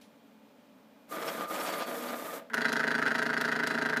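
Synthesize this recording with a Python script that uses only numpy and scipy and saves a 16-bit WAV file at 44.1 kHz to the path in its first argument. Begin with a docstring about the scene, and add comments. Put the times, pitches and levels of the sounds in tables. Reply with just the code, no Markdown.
"""A quiet room, close to a desktop pen plotter. The machine idles with a soft hum, then gritty rollers
whir a sheet of paper through in three moves, and friction makes the sheet hiss and squeak. Then the pen
carriage presses against its end stop and the drive slips 27 times a second. Each slip is a group of
impacts that excites free vibration: the carriage knocks, the case thumps and loose parts rattle."""
import sys
import numpy as np
from scipy import signal
from scipy.fft import rfft, irfft
from scipy.io import wavfile
from scipy.ndimage import uniform_filter1d

SR = 44100
rng = np.random.default_rng(int(sys.argv[2]) if len(sys.argv) > 2 else 0)


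def unload_wav(signal):
    """Save mono or channel-first audio to the path in sys.argv[1] as 16-bit WAV at rate SR, clipped to [-1, 1]."""
    wavfile.write(
        sys.argv[1],
        SR,
        np.round(np.clip(np.atleast_2d(signal).T, -1, 1) * 32767).astype(np.int16),
    )


N = 176400

CONTACT_S, CONTACT_FADE_S = 2.5, .025  # the carriage first meets the stop
# knocks within a slip (first run: delay/s, level/dB; second run: delay/s, level/dB)
REBOUNDS = [(.0012, 0.5, 0.00034, -1.5), (.0068, -4, .0063, -0.5), (.009, 2.5, .0084, -1.5),
            (0.0155, -1, .0141, -0.5), (.018, -6, .0178, -8)]
# knocks that land harder or softer than the rest (t/s, level change/dB)
KNOCK_ACCENTS = [(2.542, -2), (2.617, -5), (2.6535, 4), (2.691, -7), (2.729, -11), (2.808, 3.5),
                 (2.847, 2.5), (3.026, 2.5), (3.151, 3), (3.523, 3.5), (3.97, 1)]
# spectrum of a knock (f/Hz, level/dB)
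KNOCK_SPECTRUM = [(300, -41.5), (900, -10.5), (1100, -12), (1330, -1.5), (1560, 5.5), (1750, -2.5),
                  (2020, -2.5), (2300, -19), (3000, -20.5), (6000, -43)]
# normal modes of the carriage (f/Hz, bandwidth/Hz, level/dB)
CARRIAGE_MODES = [(1304, 45, 0), (1450, 24, -0.5), (1590, 21, -1), (1713, 34, -0.5), (1866, 37, 4),
                  (1984, 65, -11)]
def carriage_knocks(slips):
    """Impact excitation: the carriage rebounds from the stop several times a slip, and its modes ring."""
    hits, first_run = 0, slips < SLIP_RUNS[1][0]
    for delay_1, db_1, delay_2, db_2 in REBOUNDS:
        late, strong = rng.standard_normal((len(slips), 2)).T
        when = slips + np.where(first_run, delay_1, delay_2) + .00025 * late
        accent = sum(db * np.exp(-((when - s) / .004) ** 2) for s, db in KNOCK_ACCENTS)
        hits = hits + pulses(when, undb(np.where(first_run, db_1, db_2) + accent + 0.3 * strong))
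    ragged = noise() * fade(hits, decay_s=0.0017)
    knocks = unit(colour(hits, KNOCK_SPECTRUM), slips[0]) * undb(-35)
    knocks += unit(colour(ragged, KNOCK_SPECTRUM), slips[0]) * undb(-39.5)
    ring = sum(undb(db) * resonate(knocks, hz, width) for hz, width, db in CARRIAGE_MODES)
    first_touch = fade(pulses([CONTACT_S], undb(-40.5)), CONTACT_FADE_S)
    contact = unit(colour(noise(), KNOCK_SPECTRUM)) * first_touch
    return reverberate(knocks, t60=0.15, wet_db=-7.5) + unit(ring, slips[0]) * undb(-43) + contact


# normal modes of the case (f/Hz, bandwidth/Hz, level/dB, delay into the slip/s)
CASE_MODES = [(108, 4, -16.5, .01), (136, 3.4, -12, 0.0098), (161.3, 6.5, -3.5, 0.01013),
              (240, 7.7, 3.5, 0.00896), (266.3, 4.2, 1.5, 0.00898), (295.6, 6.4, -3, 0.0098),
              (375, 23, -11, 0.01563), (403.5, 8.2, -7, 0.01568), (429.8, 9.9, 0.5, .016),
              (611.6, 9.7, -6.5, 0.00886), (646.3, 11.4, -1.5, 0.00907), (665, 14, -5.5, 0.00909),
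              (911, 6.2, -4, 0.00908), (943, 14, -0.5, 0.00905)]
# spectrum of the shudder of the case (f/Hz, level/dB)
SHUDDER_SPECTRUM = [(40, -37), (85, -28), (130, -15), (190, -7.5), (225, 7.5), (330, -5.5), (490, 2),
                    (590, -4.5), (720, 0), (850, -2), (1100, -9.5), (1220, -2.5), (2000, -43.5)]
def case_thumps(slips, force_db):
    """Modal superposition: every slip rings the case in much the same way, over a looser shudder."""
    force = undb(force_db + rng.standard_normal(len(slips)))
    pushes = slips + 0.00017 * rng.standard_normal(len(slips))
    modes = sum(undb(db) * resonate(pulses(pushes + delay, force), hz, width)
                for hz, width, db, delay in CASE_MODES)
    modes = butterworth(modes, "high", hz=118)
    shudder = colour(noise() * fade(pulses(slips + 0.0024, 1), decay_s=0.034), SHUDDER_SPECTRUM)
    return unit(modes, slips[0]) * undb(-38) + unit(shudder, slips[0]) * undb(-42.5)


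# jolts within a slip (delay/s, level/dB, decay time/s)
JOLTS = [(.0007, -1.5, 0.0045), (.0083, -2, 0.0074), (.0095, -7, .004)]
# spectrum of the rattling contacts (f/Hz, level/dB)
RATTLE_SPECTRUM = [(1350, -46), (2400, -2), (3500, -7.5), (4530, -4.5), (5320, -9), (8380, -20.5),
                   (11600, -21.5), (14300, -38)]
def loose_parts(slips):
    """Intermittent contact: each jolt gives loose parts one click and a dying shower of tiny impacts."""
    shake, clicks = 0, 0
    for delay, db, decay in JOLTS:
        jolts = pulses(slips + delay, undb(db + 2 * rng.standard_normal(len(slips))))
        shake += fade(jolts, decay)
        clicks += jolts
    contacts = grit(per_s=9000) * fade(shake, decay_s=0.0005) + undb(7) * clicks
    rattle = butterworth(colour(contacts, RATTLE_SPECTRUM), "high", hz=2240)
    return unit(reverberate(small_parts(rattle), t60=0.14, wet_db=-8.5), slips[0]) * undb(-45)


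# resonances of small hard parts (f/Hz, gain/dB)
PART_MODES = [(2480, -3.5), (2860, -1), (3330, 3.5), (4020, 3), (4580, 0), (5200, 0), (6730, 3), (10200, 6)]
def small_parts(x):
    """Resonance: small parts ring when shaken or scraped, adding to the direct sound."""
    return undb(0.5) * x + sum(undb(db) * resonate(x, hz, width_hz=95) for hz, db in PART_MODES)


# snaps among the slips (t/s, level/dB)
SNAP_EVENTS = [(2.5427, -32), (2.7281, -31.5), (3.227, -37), (3.412, -32.5), (3.634, -45), (3.6722, -32.5),
               (3.9706, -34.5)]
# spectrum of a snap (f/Hz, level/dB)
SNAP_SPECTRUM = [(500, -16), (2000, -2.5), (3800, 0), (6000, -5.5), (8500, -11.5), (11000, -7.5),
                 (15000, -19.5)]
def snaps():
    """Impulsive excitation: now and then a part snaps with a broadband crack and a grainy tail."""
    when, db = np.array(SNAP_EVENTS).T
    impulses = pulses(when, undb(db))
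    crack = undb(15) * colour(impulses, SNAP_SPECTRUM)
    grains = unit(colour(grit(per_s=9700), SNAP_SPECTRUM)) * fade(impulses, decay_s=0.0049)
    return reverberate(crack + grains, t60=0.66, wet_db=-10)


# course of the paper feed (t/s, roller level/dB, paper level/dB)
FEED_LEVELS = [(1.08, -63, -82), (1.098, -54, -58), (1.118, -39, -50), (1.224, -37.5, -54),
               (1.272, -35, -50.5), (1.374, -37.5, -50.5), (1.436, -36, -51), (1.468, -42.5, -64),
               (1.488, -47.5, -52), (1.504, -37.5, -48), (1.618, -37, -48.5), (1.822, -35, -52.5),
               (1.856, -45.5, -62), (1.872, -38.5, -49.5), (1.944, -37.5, -51.5), (2.372, -41, -51.5),
               (2.414, -51, -69), (2.491, -63.5, -97)]
# spectrum of the rollers (f/Hz, level/dB)
ROLLER_SPECTRUM = [(50, -45), (110, -27), (170, -5), (300, 1), (400, -4.5), (480, 1.5), (650, 2),
                   (800, -3.5), (1130, -4.5), (1400, -3.5), (1900, -8), (2300, -10), (2750, -17),
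                   (3500, -14), (5000, -24), (9000, -37)]
# panel modes (f/Hz, bandwidth/Hz, level/dB re rollers)
PANEL_MODES = [(316, 8.1, -24.5), (457, 17, -19.5), (564, 2.7, -16.5), (655.4, 5.2, -16)]
# spectrum of the sliding sheet (f/Hz, level/dB)
PAPER_SPECTRUM = [(2000, -24), (4500, -2.5), (7500, 0.5), (10000, 0), (13000, 5.5), (15500, -4.5)]
def paper_feed():
    """Rolling and sliding friction: gritty rollers grind and ring the panels while the sheet hisses."""
    when, roller_db, paper_db = np.array(FEED_LEVELS).T
    grind = unit(colour(grit(per_s=5000), ROLLER_SPECTRUM))
    rollers = grind * envelope(when, roller_db) * undb(-1.5 + 1.4 * walk(70))
    panels = sum(undb(db) * unit(resonate(rollers, hz, width)) for hz, width, db in PANEL_MODES)
    hiss = unit(colour(noise(), PAPER_SPECTRUM)) * undb(2 + 1.4 * walk(90))
    return rollers + np.std(rollers) * panels + envelope(when, paper_db) * hiss


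# crinkles of the sheet (t/s, half-width/s, level/dB)
CRINKLE_EVENTS = [(1.16, 0.0094, -42.5), (1.227, 0.01, -38), (1.29, 0.02, -37), (1.4, 0.027, -50),
                  (1.554, 0.025, -39.5), (1.61, 0.018, -40.5), (1.679, 0.045, -37.5), (1.737, 0.016, -36.5),
                  (1.818, 0.048, -40.5), (2.034, 0.025, -44.5), (2.094, 0.027, -43)]
# spectrum of the crinkling (f/Hz, level/dB)
CRINKLE_SPECTRUM = [(60, -43), (150, -12), (300, -8), (800, 15), (2200, 7), (3500, 1.5), (5400, -4.5),
                    (8000, -5), (15000, -24)]
def crinkles():
    """Crackling noise: the flexing sheet emits bursts of tiny clicks that ring the small parts."""
    t = seconds()
    flex = sum(undb(db) * np.exp(-2 * ((t - s) / length) ** 2) for s, length, db in CRINKLE_EVENTS)
    return flex * unit(small_parts(colour(grit(per_s=7000), CRINKLE_SPECTRUM)))


# course of the whine (t/s, level/dB)
WHINE_LEVELS = [(1.09, -71), (1.125, -41), (1.17, -45), (1.37, -49), (1.43, -40), (1.48, -44.5),
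                (1.51, -40), (1.59, -46.5), (1.63, -37), (1.67, -49), (1.77, -40.5), (1.87, -50.5),
                (2.2, -47.5), (2.35, -46), (2.38, -51), (2.49, -83)]
def drive_whine(hz=1205):
    """Random modulation: the feed drive sings one wavering note with a rough upper edge."""
    note = tones([(hz, -1.5)], drift_hz=4.4, rate=65) * undb(2 * walk(59.45))
    edge = noise_band(hz + 35, width_hz=54) * undb(-2.5)
    return (note + edge) * envelope(*np.array(WHINE_LEVELS).T)


# tones of the feed motor (start t/s, end t/s, f/Hz, level/dB)
FEED_TONES = [(1.66, 1.818, 560, -47), (1.846, 2.142, 242, -47), (1.835, 2.017, 463, -44),
              (1.843, 2.425, 657, -54), (2.287, 2.42, 500, -55)]
def feed_motor(ring_s=0.061):
    """Transient response: each motor tone builds up in the case and rings out when its drive ends."""
    t, sound = seconds(), 0
    for start, end, hz, db in FEED_TONES:
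        response = fade(1. * ((t > start) & (t < end)), ring_s) / (ring_s * SR)
        sound += tones([(hz, db)], drift_hz=3.06, rate=37) * response
    return sound


# hum of the stalled motor (f/Hz, level/dB)
STALL_HUM = [(229, -47), (442, -51.5)]
def stalled_motor():
    """Forced vibration: the motor strains against the stop with a wavering hum."""
    onset = np.clip((seconds() - CONTACT_S) / CONTACT_FADE_S, 0, 1)
    return tones(STALL_HUM, drift_hz=2.006, rate=8.5) * onset


# squeaks and scrapes (t/s, half-width/s, f/Hz, bandwidth/Hz, level/dB)
SQUEAK_EVENTS = [(1.228, 0.018, 5400, 150, -57), (1.283, 0.011, 5360, 130, -44.5),
                 (1.549, 0.01, 7360, 1500, -48), (1.603, 0.0095, 5360, 150, -46.5),
                 (1.643, 0.024, 9000, 2000, -48), (1.68, 0.013, 5300, 500, -48),
                 (1.736, 0.19, 4523, 35, -55.5), (1.787, 0.014, 11200, 2000, -47.5),
                 (1.83, 0.01, 4700, 1200, -49), (2.089, 0.012, 4600, 200, -50)]
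def squeaks():
    """Friction noise: the sheet rubs its guides; narrow bands squeak and wide bands scrape."""
    return sum(noise_band(hz, width) * undb(db) * np.exp(-((seconds() - s) / length) ** 2)
               for s, length, hz, width, db in SQUEAK_EVENTS)


# low bumps (t/s, level/dB)
BUMP_EVENTS = [(2.73, -60), (3.07, -54), (3.23, -60), (3.41, -58), (3.81, -54)]
def bumps():
    """Damped transients: short swells of low noise are heard as dull bumps under the chatter."""
    when, db = np.array(BUMP_EVENTS).T
    rumble = unit(butterworth(noise(), "band", hz=[28, 80]))
    decays = fade(pulses(when, undb(db)), decay_s=0.011)
    return rumble * fade(decays, decay_s=.003) / (0.005 * SR)  # the second lag rounds the attack


# spectrum of the idle hum and air (f/Hz, level/dB)
IDLE_SPECTRUM = [(40, -46), (70, -21), (115, -16), (150, -11), (215, 1), (280, 2.5), (330, -13.5),
                 (560, -5), (720, -11), (1000, -13.5), (1800, -19.5), (3200, -22.5), (6000, -31.5),
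                 (10000, -36), (14000, -32.5)]
# tones of the idle hum (f/Hz, level/dB)
IDLE_HUM = [(215.3, -66), (288, -72), (432, -77.5), (586, -74.5), (862, -76), (2428, -81.5)]
# course of the electrical whistle (t/s, level/dB)
WHISTLE_LEVELS = [(0, -100), (.3, -88), (.6, -99), (.8, -87), (1.1, -85), (2.45, -91), (4, -93)]
def idle():
    """Superposition: steady noise, humming tones, a thin electrical whistle and one faint tick."""
    air = unit(colour(noise(), IDLE_SPECTRUM)) * undb(-59 + 0.4 * walk(24.5))
    whistle = tones([(13890, 0)], drift_hz=6, rate=60) * envelope(*np.array(WHISTLE_LEVELS).T)
    tick = unit(colour(noise(), SNAP_SPECTRUM)) * fade(pulses([0.013], undb(-59)), decay_s=0.041)
    return air + tones(IDLE_HUM, drift_hz=2.47, rate=11) + whistle + tick


def undb(db):
    """Amplitude ratio of a level in decibels."""
    return 10 ** (np.asarray(db) / 20)


def seconds():
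    """Time of every sample."""
    return np.arange(N) / SR


def envelope(when, db):
    """Amplitude along straight lines in decibels, silent outside them."""
    return undb(np.interp(seconds(), when, db, left=-120, right=-120))


def unit(x, since=0):
    """Normalisation to rms 1, counted from a given time on."""
    return x / np.sqrt(np.mean(x[int(since * SR):] ** 2) + 1e-20)


def noise():
    """Gaussian white noise."""
    return rng.standard_normal(N)


def grit(per_s):
    """Shot noise: dense random micro-clicks."""
    return noise() * (rng.random(N) < per_s / SR)


def walk(rate):
    """Smooth random fluctuation with a spread near 1."""
    k = max(int(SR / rate), 2)
    steps = noise()[np.arange(N) // k]
    return 1.134 * uniform_filter1d(uniform_filter1d(steps, k), k)


def tones(table, drift_hz, rate):
    """Frequency modulation: slightly wavering sinusoids from (f/Hz, level/dB) rows."""
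    return sum(np.sqrt(2) * undb(db) * np.sin(2 * np.pi * np.cumsum(hz + drift_hz * walk(rate)) / SR)
               for hz, db in table)


def pulses(times, sizes):
    """Impulses at the given times."""
    return np.bincount((np.asarray(times) * SR).astype(int), np.ones(len(times)) * sizes, N)[:N]


def fade(x, decay_s):
    """Damping: each impulse becomes an exponential decay."""
    return signal.lfilter([1], [1, -np.exp(-1 / (decay_s * SR))], x)


def colour(x, points):
    """Minimum-phase filter through (f/Hz, level/dB) points."""
    hz, db = np.array(sorted(points), float).T
    f = np.maximum(np.arange(N + 1) * SR / (2 * N), 1)
    cepstrum = irfft(np.log(undb(np.interp(np.log(f), np.log(hz), db))))
    cepstrum[1:N] *= 2
    cepstrum[N + 1:] = 0
    return irfft(rfft(x, 2 * N) * np.exp(rfft(cepstrum)))[:N]


def butterworth(x, kind, hz):
    """Filter with a maximally flat passband."""
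    return signal.sosfilt(signal.butter(4, hz, kind, fs=SR, output="sos"), x)


def resonate(x, hz, width_hz):
    """Damped resonator with gain 1 at its centre."""
    return signal.lfilter(*signal.iirpeak(hz, hz / width_hz, fs=SR), x)


def noise_band(hz, width_hz):
    """Band noise of rms 1 from two resonators in series."""
    return unit(resonate(resonate(noise(), hz, width_hz), hz, 3 * width_hz))


def reverberate(x, t60, wet_db):
    """Reverberation: add the diffuse ring of the housing and the room."""
    tail = noise() * undb(-60 * seconds() / t60) * (1 - np.exp(-seconds() / 0.0098))
    return x + undb(wet_db) * signal.fftconvolve(x, tail / np.linalg.norm(tail))[:N]


# runs of slips (start t/s, end t/s, level of the force on the case/dB)
SLIP_RUNS = [(2.533, 3.07, 0), (3.0690, 4.0, 0.5)]
SLIP_PERIOD_S = .037222
def scene():
    """Superposition: the paper feed, then the chatter at the end stop, over the idle hum."""
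    slips, force_db = np.array([(s, db) for start, end, db in SLIP_RUNS
                                for s in np.arange(start, end, SLIP_PERIOD_S)]).T
    feed = paper_feed() + crinkles() + feed_motor() + drive_whine() + squeaks()
    chatter = carriage_knocks(slips) + stalled_motor() + case_thumps(slips, force_db)
    chatter += loose_parts(slips) + snaps() + bumps()
    return (idle() + feed + chatter)[None]


def record(dry):
    """Band limiting: a steep low-pass removes the treble above 15450 Hz."""
    return signal.sosfilt(signal.ellip(10, .2, 70, 15450, fs=SR, output="sos"), dry)


dry = scene()
out = record(dry)
unload_wav(out)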